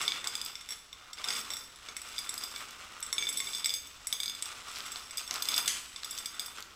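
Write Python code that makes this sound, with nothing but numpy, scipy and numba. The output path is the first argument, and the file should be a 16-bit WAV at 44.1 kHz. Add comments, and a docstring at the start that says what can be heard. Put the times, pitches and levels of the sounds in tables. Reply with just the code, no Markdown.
"""In a small room, light clay pebbles are worked loose in a small plastic pot and tipped onto a glazed plate.
In the pot they grind and crackle: dense random contacts, coloured by filters, plus single dry clicks.
Falling pebbles tick as short noise and ring damped modes of the plate; they bounce, trickle and thud below.
One cracks onto the table as bright noise. The room adds a short diffuse tail and a soft hush of noise."""
import sys
import numpy as np
from scipy import signal
from scipy.fft import rfft, irfft
from scipy.io import wavfile
from scipy.ndimage import uniform_filter1d
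from numba import njit

SR = 44100
rng = np.random.default_rng(int(sys.argv[2]) if len(sys.argv) > 2 else 0)


def dump_mix(stems):
    """Bounce the given channels to the path in sys.argv[1] as a 16-bit WAV at rate SR."""
    frames = np.atleast_2d(stems).T  # one column per channel
    limited = np.clip(frames, -1, 1)  # hard clip at full scale
    pcm = np.round(limited * 32767).astype(np.int16)
    wavfile.write(sys.argv[1], SR, pcm)


N = 297790
TIME = np.arange(N) / SR  # seconds

# room hush, spectral shape: freq_hz, level_db
HUSH_COLOUR = [(20, -1), (65, 3.5), (110, -4), (180, -11.5), (270, -10), (400, -15.5), (1200, -7.5),
               (2500, -12.5), (6000, -10.5), (10000, -38), (16000, -29)]
HUSH_DB = -59.5
# room decay: freq_hz, t60_s
ROOM_T60 = [(200, 1), (1500, 0.54), (4000, 0.33), (8000, 0.4), (15000, 0.44)]
TOP_HZ = 15900  # upper limit of the finished sound

# pebbles shifting as the pot is slowly turned: start_s, grinding_db, crackle_db (before the two gains below)
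POT_TURNING = [(0.0, -45, -46.5), (0.88, -67.5, -65), (1.18, -54, -68), (1.35, -45, -43),
               (1.61, -59.5, -64), (1.86, -57, -59.5), (2.08, -53.5, -53.5), (2.41, -50.5, -54.5),
               (2.93, -53.5, -59), (3.33, -53.5, -52), (3.99, -59.5, -60), (4.75, -49, -51),
               (5.22, -54, -56), (5.53, -49, -55), (5.64, -50, -51), (5.81, -58, -56), (6.32, -53, -56.5),
               (6.75, -59, -64)]
GRIND_DB, CRACKLE_DB = 2, 4  # gains on the turning alone
# shakes that make the packed pebbles give way: start_s, length_s, grinding_db, crackle_db
POT_SHAKES = [(0.0, 0.086, -43.5, -51), (0.253, .025, -43.5, -49), (0.692, 0.044, -53, -48),
              (1.16, 0.078, -47, -51), (1.233, .11, -41.5, -42.5), (2.17, 0.042, -52, -52),
              (4.502, 0.027, -42.5, -47), (4.643, .04, -39, -54), (4.754, 0.014, -51, -43),
              (5.177, 0.036, -48, -43), (5.307, 0.078, -46, -53), (5.433, 0.16, -46, -41.5),
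              (5.697, 0.086, -59, -45.5), (6.323, 0.037, -51, -62), (6.536, 0.059, -50, -51)]
SHAKE_ATTACK_S, SHAKE_RELEASE_S = 0.018, 0.011
# spectral shape of packed pebbles grinding: freq_hz, level_db
GRIND_COLOUR = [(30, -33), (130, -17.5), (260, -11), (400, -10.5), (740, -5.5), (950, -4), (1100, 0.5),
                (1330, 1), (1640, -6), (2300, -5.5), (3500, -11), (7000, -21.5), (16000, -32)]
# spectral shape of loose pebbles crackling: freq_hz, level_db
CRACKLE_COLOUR = [(30, -59), (300, -24), (1200, -10), (2400, 7), (4500, 3.5), (7500, 0.5), (9500, -8.5),
                  (13000, -16), (16000, -25)]

# dry clicks of pebble on pebble: start_s, level_db (before the gain in clicks), hardness_db_per_octave
PEBBLE_CLICKS = [(1.134, -32, 0), (1.5044, -30, -8), (2.341, -24.5, 11), (2.5616, -30, 5),
                 (2.7085, -34.5, 8), (3.0047, -32, 14), (3.128, -27, 5), (3.6587, -27, -5), (4.425, -24, 2),
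                 (4.527, -34, -2), (4.759, -25.5, -3), (4.7857, -28, 6), (4.805, -28, -5), (4.959, -25, -4),
                 (5.3099, -16, -1), (5.341, -22, 8.5), (5.358, -21, -3), (5.424, -19, 2), (5.455, -21, 1),
                 (5.58, -22.5, -3), (6.033, -25.5, -3), (6.1777, -27, 2.5), (6.6052, -29, 4),
                 (6.625, -29, 2)]
# spectral shape of a click: freq_hz, level_db
CLICK_COLOUR = [(30, -24), (300, -10), (1200, -6.5), (4500, 7.5), (7500, 0), (10000, -13.5), (14000, -12),
                (16000, -38)]

# a pebble cracks onto the table: start_s, level_db (before the gain in table)
TABLE_HITS = [(5.6777, -16), (5.681, -25), (5.72, -35)]
# spectral shape of that crack: freq_hz, level_db
TABLE_COLOUR = [(30, -30), (240, -2.5), (600, -21), (1500, 2.5), (2400, 6), (5400, 9), (8000, 10),
                (10000, 0.5), (13500, -4.5), (16000, -21)]

# single contacts of pebbles with the plate: start_s, rim_ring_db, base_ring_db, hardness_db_per_octave
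PLATE_HITS = [(0.0148, -55, -29.5, -7), (0.2433, -43, -28, -10), (0.4491, -55, -43.5, 12),
              (0.9291, -56, -38, -6.5), (1.1319, -50, -38.5, -2), (1.1848, -38, -46, -13),
              (1.242, -36, -28.5, -5.5), (1.286, -26, -34, -5), (1.3044, -33, -32, -7),
              (1.3531, -31.5, -44, -11), (1.7593, -61, -43.5, 1), (1.8868, -32, -37.5, -9),
              (1.9666, -37, -26, -3), (2.017, -52, -34, 0.5), (2.1816, -24, -55, -3),
              (2.1888, -25, -32, 0.5), (2.2928, -50, -24.5, -3.5), (2.3785, -28.5, -30, 1),
              (2.4371, -25.5, -40, 3.5), (2.561, -35, -54, -13.5), (3.1278, -60, -18.5, -5.5),
              (3.1817, -19, -39, -5), (3.2247, -23.5, -33, -9.5), (3.2696, -30, -38, -10),
              (3.3727, -55, -25.5, -1.5), (3.4025, -71, -25.5, -7.5), (3.471, -32, -52, -10),
              (3.5335, -28, -46, -4), (3.6444, -20, -31, -1), (3.6582, -31, -20.5, -1.5),
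              (3.6938, -22.5, -48, -1.5), (3.7044, -24.5, -41, -3), (3.7389, -21.5, -36, 3),
              (3.8714, -70, -44, 5), (4.0708, -35, -28, 0), (4.127, -17.5, -29, 1.5), (4.3501, -31, -46, 0),
              (4.863, -51, -34, -6), (4.9188, -36, -38, 3), (5.1088, -35, -36, -4), (5.1723, -29, -33, 3.5),
              (5.1803, -22.5, -49, 2), (5.2771, -52, -34, -2.5), (5.4224, -23, -37, 6),
              (5.542, -20, -37, 0), (5.5623, -22, -26.5, -1), (5.5788, -15.5, -38, 5),
              (5.6588, -26, -50, 6), (5.9612, -36, -33, -6.5), (6.0457, -32, -32, 0.5),
              (6.1096, -44, -33, 3), (6.186, -29, -40, 4.5), (6.2585, -25, -31, 0.5),
              (6.3954, -20.5, -39, 1), (6.4602, -35, -36, 4.5)]
# bounce series: first_contact_s, last_contact_s, rim_ring_db, base_ring_db, hardness_db_per_octave,
# speed_kept (share), contacts (count); the levels are those of the first contact
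BOUNCERS = [(0.0794, 0.1203, -18, -27, -8, 0.48, 2), (0.2725, 0.4615, -20.5, -29.5, -0.5, 0.76, 4),
            (0.5547, 0.611, -65, -33.5, -7, 0.45, 2), (0.6887, 0.7225, -41.5, -33, -1, 0.91, 3),
            (1.504, 1.5682, -55, -31, -2, 1, 3), (3.0272, 3.0645, -46, -29.5, -3, 0.58, 2),
            (3.2893, 3.327, -34, -21.5, -3, 0.47, 2), (3.5483, 3.5955, -23.5, -37, -2, .56, 2),
            (4.202, 4.2974, -19, -49, -1.5, 0.83, 5), (4.4237, 4.457, -31, -31.5, -0.5, .6, 2),
            (5.4869, 5.518, -17.5, -30, 1, 0.4, 2)]
BOUNCE_DB = 6  # a blow weakens by this much each time the speed halves
# runs of small pebbles trickling onto the plate: start_s, length_s, level_db
SPILLS = [(0.0, 0.041, -39), (0.43, 0.088, -54), (1.26, .14, -41), (1.5, 0.11, -46.5), (2.04, 0.58, -51.5),
          (3.22, 0.36, -45.5), (3.72, 0.048, -49), (4.66, 0.395, -52.5), (5.31, 0.21, -46),
          (6.08, 0.1, -47), (6.33, 0.13, -54.5)]
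SPILL_ATTACK_S, SPILL_RELEASE_S = 0.018, 0.033
STRAY_DB = -16  # stray pebbles that trickle all along, relative to grinding_db of the turning

# spectral shape of the tick of clay on glaze: freq_hz, level_db
TICK_COLOUR = [(30, -43), (150, -16), (250, -12.5), (450, -9.5), (700, -19), (1100, -13.5), (2300, -4.5),
               (3000, -14), (4000, 0), (5800, 2.5), (7000, 0.5), (7900, 4), (9200, -20), (13500, -8.5)]
TICK_DB = -9
SOFT_HZ = 1340  # below this, soft and hard contacts push alike

# Plate modes: pitch_hz is the centre of a wandering pitch, t60_s is scaled by PLATE_FREE.
# the glazed rim rings on: pitch_hz, level_db, t60_s
RIM_MODES = [(2266, -20.5, 0.073), (3520, -3, 0.035), (3720, -15, .012), (4893, -6, 0.039),
             (8020, -20, 0.085), (4932, -22, .17), (6428, -20, .35), (8126, -18.5, .18), (14332, -32, .13),
             (9960, -26, 0.11), (11140, -32, 0.14), (12075, -22.5, 0.076), (12800, -23, 0.036),
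             (13750, -34, 0.098)]
# the plate's centre: pitch_hz, level_db, t60_s
CENTRE_MODES = [(1100, -30, 0.097), (2135, -9.5, 0.017), (3567, -4.5, 0.03), (5528, -3, 0.042)]
# the base, damped by the table and the heap: pitch_hz, level_db, t60_s
BASE_MODES = [(7620, -4, .022), (7740, -10, .05), (7985, -5.5, .055), (10290, -16, .07), (10430, -19, .04),
              (10785, -19, .09), (13480, -15, .035), (13745, -16, .06)]
# how freely the plate rings while hand and heap rest on it: start_s, ring_time_share
PLATE_FREE = [(0, 0.67), (.5, 0.52), (.7, 1.13), (2.0, 0.61), (3.2, 1.23), (4.2, 0.65), (5.6, 0.97),
              (6.7, 0.78)]
# the shifting heap covers more or less of the plate's centre: start_s, level_db
HEAP = [(0, -0.5), (0.4, -6), (0.55, 3), (1.6, 1), (2.4, -4.5), (3.2, -6.5), (4.1, -0.5), (5.4, -0.5),
        (6.7, -2.5)]
# the landing place wanders along the rim, favouring one mode at the cost of the next: start_s, favour_db
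LANDING_SPOT = [(0.1, 0.5), (0.4, 6.5), (0.9, -7), (1.3, 5.5), (1.9, -11), (2.2, 4.5), (2.56, 3), (3.2, -9),
                (3.72, 2.5), (4.3, 0.5), (5.5, 0.5), (6.4, 1)]
SPOT_HZ, NEXT_HZ = 4900, 6428  # the favoured mode and the next
NEXT_SHARE = 0.87  # dB that the next mode loses for each dB gained
# pebbles thud through the plate into the table top: pitch_hz, level_db, t60_s
TABLE_MODES = [(172, -46, 0.065), (237.4, -37, 0.1), (277, -40, 0.21), (406, -27, 0.032)]


def undb(db):
    """Decibels to gain."""
    return 10 ** (np.asarray(db) / 20)


def unit(x):
    """Scale to rms 1."""
    return x / np.sqrt(np.mean(x ** 2))


def decay(t, t60):
    """Exponential fall of 60 dB in t60 seconds."""
    return np.exp(-np.log(1000) * t / t60)


def on_octaves(hz, points):
    """Read (Hz, value) points on a log-frequency axis."""
    f, value = np.transpose(points)
    return np.interp(np.log(np.maximum(hz, 1)), np.log(f), value)


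def colour(x, points, tilt_db=0, size=1024):
    """Causal filter of unit energy with the given spectrum, tilted above SOFT_HZ in dB per octave."""
    hz = np.fft.rfftfreq(size, 1 / SR)
    level_db = on_octaves(hz, points) + tilt_db * np.log2(np.maximum(hz, SOFT_HZ))
    # folding the cepstrum forward gives minimum phase: the energy comes as early as it can
    cepstrum = irfft(np.log(undb(level_db)))
    cepstrum[1:size // 2] *= 2
    cepstrum[size // 2 + 1:] = 0
    response = irfft(np.exp(rfft(cepstrum)))
    return signal.fftconvolve(x, response / np.linalg.norm(response))[:len(x)]


def shelf(x, low_db, corner_hz=2200):
    """Raise or lower everything below the corner."""
    lows = signal.lfilter(*signal.butter(1, corner_hz, fs=SR), x)
    return x + (undb(low_db) - 1) * lows


def add(track, s, sound):
    """Mix a sound into a track at time s."""
    i = max(int(s * SR), 0)
    track[i:i + len(sound)] += sound[:max(N - i, 0)]


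def walk(per_s):
    """Random levels held 1 / per_s seconds and slewed; rms 1."""
    hold = int(SR / per_s)
    stepped = rng.standard_normal(N)[np.arange(N) // hold]
    return unit(uniform_filter1d(stepped, hold))


def swells(rows, attack_s, release_s):
    """Gain of (s, length s, dB) movements: each rises, holds and dies away."""
    total = 0
    for s, length, db in rows:
        rise = np.clip((TIME - s) / attack_s, 0, 1)
        fall = np.exp(-np.maximum(TIME - s - length, 0) / release_s)
        total = total + undb(db) * rise * fall
    return total


def burst(t60, size=2048):
    """The crack of one contact: noise that dies within milliseconds."""
    return rng.standard_normal(size) * decay(np.arange(size) / SR, t60)


def contacts(per_s, spread_db):
    """Random contacts, mostly faint and a few strong; rms 1."""
    happens = rng.random(N) < per_s / SR
    strength = np.minimum(rng.exponential(size=N), 4)
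    sign = rng.choice([-1, 1], N)
    return unit(happens * sign * undb(spread_db * strength))


def grains(per_s, spread_db, t60, count=6):
    """Dense contacts shared among pebbles that each have their own brief ring."""
    total = 0
    for _ in range(count):
        pushes = contacts(per_s / count, spread_db)
        total = total + signal.oaconvolve(pushes, unit(burst(t60)))[:N]
    return unit(total)


def knock(modes, size=8192):
    """Damped sines of a struck body."""
    t = np.arange(size) / SR
    return sum(undb(db) * decay(t, t60) * np.sin(2 * np.pi * hz * t) for hz, db, t60 in modes)


@njit
def ring(push, hz, t60):
    """One mode, a rotating and shrinking phasor whose pitch and decay time may change while it rings."""
    out, z = np.empty(len(push)), 0j
    for i in range(len(push)):
        z = z * np.exp((2j * np.pi * hz[i] - np.log(1000) / t60[i]) / SR) + push[i] + 1e-18
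        out[i] = z.real
    return out


def room_hush():
    """Steady noise in the colour of the quiet room."""
    return undb(HUSH_DB) * colour(rng.standard_normal(N), HUSH_COLOUR, size=4096)


def room(x, gap_s=0.0025, build_s=0.0022, size=24000, count=9):
    """Diffuse tail of a small room: it builds up after a short gap, each band dying at its own rate."""
    t, hz = np.arange(size) / SR, np.fft.rfftfreq(size, 1 / SR)
    noise = rfft(rng.standard_normal(size))
    edges = np.geomspace(100, SR / 2, count + 1)
    tail = 0
    for lo, hi in zip(edges, edges[1:]):
        t60 = on_octaves(np.sqrt(lo * hi), ROOM_T60)
        band = irfft(noise * (hz >= lo) * (hz < hi))
        tail = tail + band * decay(t, t60)
    # keep only the phases, so that the tail has no strong peaks or dips
    phase = np.exp(1j * np.angle(rfft(tail, 2 * size)))
    # energy follows the decay time
    level = np.sqrt(on_octaves(np.fft.rfftfreq(2 * size, 1 / SR), ROOM_T60))
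    tail = irfft(phase * level)[:size]
    tail = tail * (1 - np.exp(-np.maximum(t - gap_s, 0) / build_s))
    return signal.fftconvolve(x, tail / np.linalg.norm(tail))[:N]


def tipping():
    """Gains of grinding, crackle and trickle: slow turning of the pot, with shakes and spills on top."""
    s, *levels = np.transpose(POT_TURNING)
    grind, crackle = (undb(np.interp(TIME, s, db)) for db in levels)
    start, length, *strengths = np.transpose(POT_SHAKES)
    jolt, slide = (swells(zip(start, length, db), SHAKE_ATTACK_S, SHAKE_RELEASE_S) for db in strengths)
    spill = swells(SPILLS, SPILL_ATTACK_S, SPILL_RELEASE_S)
    # independent movements add in power
    grinding = np.hypot(undb(GRIND_DB) * grind, jolt)
    sliding = np.hypot(undb(CRACKLE_DB) * crackle, slide)
    flow = np.hypot(undb(STRAY_DB) * grind, spill)
    return grinding, sliding, flow


def pot(grinding, sliding):
    """Packed pebbles grind, hollow in the pot; loose ones crackle as they slide over each other."""
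    slip = walk(per_s=40)  # the mass jams and gives way in short scrapes
    grind = colour(grains(per_s=800, spread_db=3.0, t60=0.016), GRIND_COLOUR)
    crackle = colour(grains(per_s=760, spread_db=2.0, t60=0.0075), CRACKLE_COLOUR)
    return grind * grinding * undb(2.84 * slip) + crackle * sliding * undb(1.6 * slip)


def clicks():
    """Porous clay hardly rings: pebble on pebble is a dry click."""
    out = np.zeros(N)
    for s, db, hardness in PEBBLE_CLICKS:
        add(out, s, undb(db - 3.5) * colour(burst(t60=0.01), CLICK_COLOUR, hardness))
    return out


def table():
    """A bright crack on the table top: coloured noise bursts in quick succession."""
    out = np.zeros(N)
    for s, db in TABLE_HITS:
        add(out, s, undb(db - 1) * burst(t60=0.022))
    return colour(out, TABLE_COLOUR)


def falls():
    """Every listed contact with the plate; a bounce keeps a share of the speed, which sets flight and blow."""
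    rows = list(PLATE_HITS)
    for first, last, rim_db, base_db, hardness, kept, touches in BOUNCERS:
        speed = kept ** np.arange(round(touches))
        flown = np.cumsum(speed) - speed  # each flight lasts in proportion to its speed
        times = first + (last - first) * flown / flown[-1]
        for s, loss_db in zip(times, BOUNCE_DB * np.log2(speed)):
            rows.append((s, rim_db + loss_db, base_db + loss_db, hardness))
    return rows


def near(hz, mode_hz):
    """1 if a frequency lies within 6 % of that mode, else 0."""
    return float(abs(hz / mode_hz - 1) < 0.06)


def plate_part(modes, hit_db, trickle, scatter_db, detune, pivot_hz=5000):
    """Hits and trickle ring one family of modes; each landing spot favours the modes differently."""
    s, _, _, hardness = np.transpose(falls())
    free = np.interp(TIME, *np.transpose(PLATE_FREE))
    spot_db = np.interp(s, *np.transpose(LANDING_SPOT))
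    landings = np.flatnonzero(trickle)
    out = 0
    for hz, db, t60 in modes:
        push = np.zeros(N)
        push[landings] = trickle[landings] * rng.standard_normal(N)[landings]
        scatter, side = rng.standard_normal((len(s), 2)).T
        favour = near(hz, SPOT_HZ) - NEXT_SHARE * near(hz, NEXT_HZ)
        place_db = scatter_db * scatter + spot_db * favour
        # a harder contact is shorter and reaches the higher modes
        hard_db = hardness * np.log2(max(hz, SOFT_HZ) / pivot_hz)
        push[(s * SR).astype(int)] += np.sign(side) * undb(hit_db + hard_db + place_db)
        # the shifting heap loads the plate and smears its pitches
        pitch = hz * (1 + detune * walk(per_s=45))
        out = out + undb(db) * ring(push, pitch, t60 * free)
    return out


def plate(flow):
    """Each falling pebble ticks, rings the plate and thuds below; small ones trickle in between."""
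    times, rim_db, base_db, _ = np.transpose(falls())
    blow = np.hypot(undb(rim_db), undb(base_db))
    heap_db = np.interp(times, *np.transpose(HEAP))
    trickle = contacts(per_s=180, spread_db=2.0) * flow
    rim = plate_part(RIM_MODES, rim_db, trickle * undb(-19), scatter_db=1.2, detune=0.0018)
    centre = plate_part(CENTRE_MODES, base_db + heap_db, trickle * undb(-20), scatter_db=2.7, detune=0.0078)
    base = plate_part(BASE_MODES, base_db, trickle * undb(-21), scatter_db=4.0, detune=0.0046)
    thud = knock(TABLE_MODES)
    ticks = np.zeros(N)
    thuds = undb(-9) * signal.oaconvolve(trickle, thud)[:N]
    for (s, _, _, hardness), size in zip(falls(), blow):
        add(ticks, s, size * colour(burst(t60=0.009), TICK_COLOUR, hardness))
        add(thuds, s, size * thud)
    # a small plate radiates little bass
    rings = signal.sosfilt(signal.butter(2, 350, "high", fs=SR, output="sos"), rim + centre + base)
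    # light clay drives little extreme treble
    chinks = signal.sosfilt(signal.butter(5, 14600, fs=SR, output="sos"), rings + undb(TICK_DB) * ticks)
    return chinks + undb(-4) * thuds


def scene():
    """Pot, plate and table in the room, over its steady hush."""
    grinding, sliding, flow = tipping()
    chinks = plate(flow)
    rattle = pot(grinding, sliding) + clicks()
    crack = table()
    walls = room(undb(-5) * chinks + undb(-8) * rattle + undb(0.5) * crack)
    # the direct sound gives up some lows; the walls keep theirs
    direct = shelf(chinks + rattle + crack, low_db=-4)
    return (direct + walls + room_hush())[None]


def record(dry):
    """A steep low-pass cuts the top of the treble."""
    return signal.sosfilt(signal.ellip(10, 0.2, 70, TOP_HZ, fs=SR, output="sos"), dry)


dry = scene()
out = record(dry)
dump_mix(out)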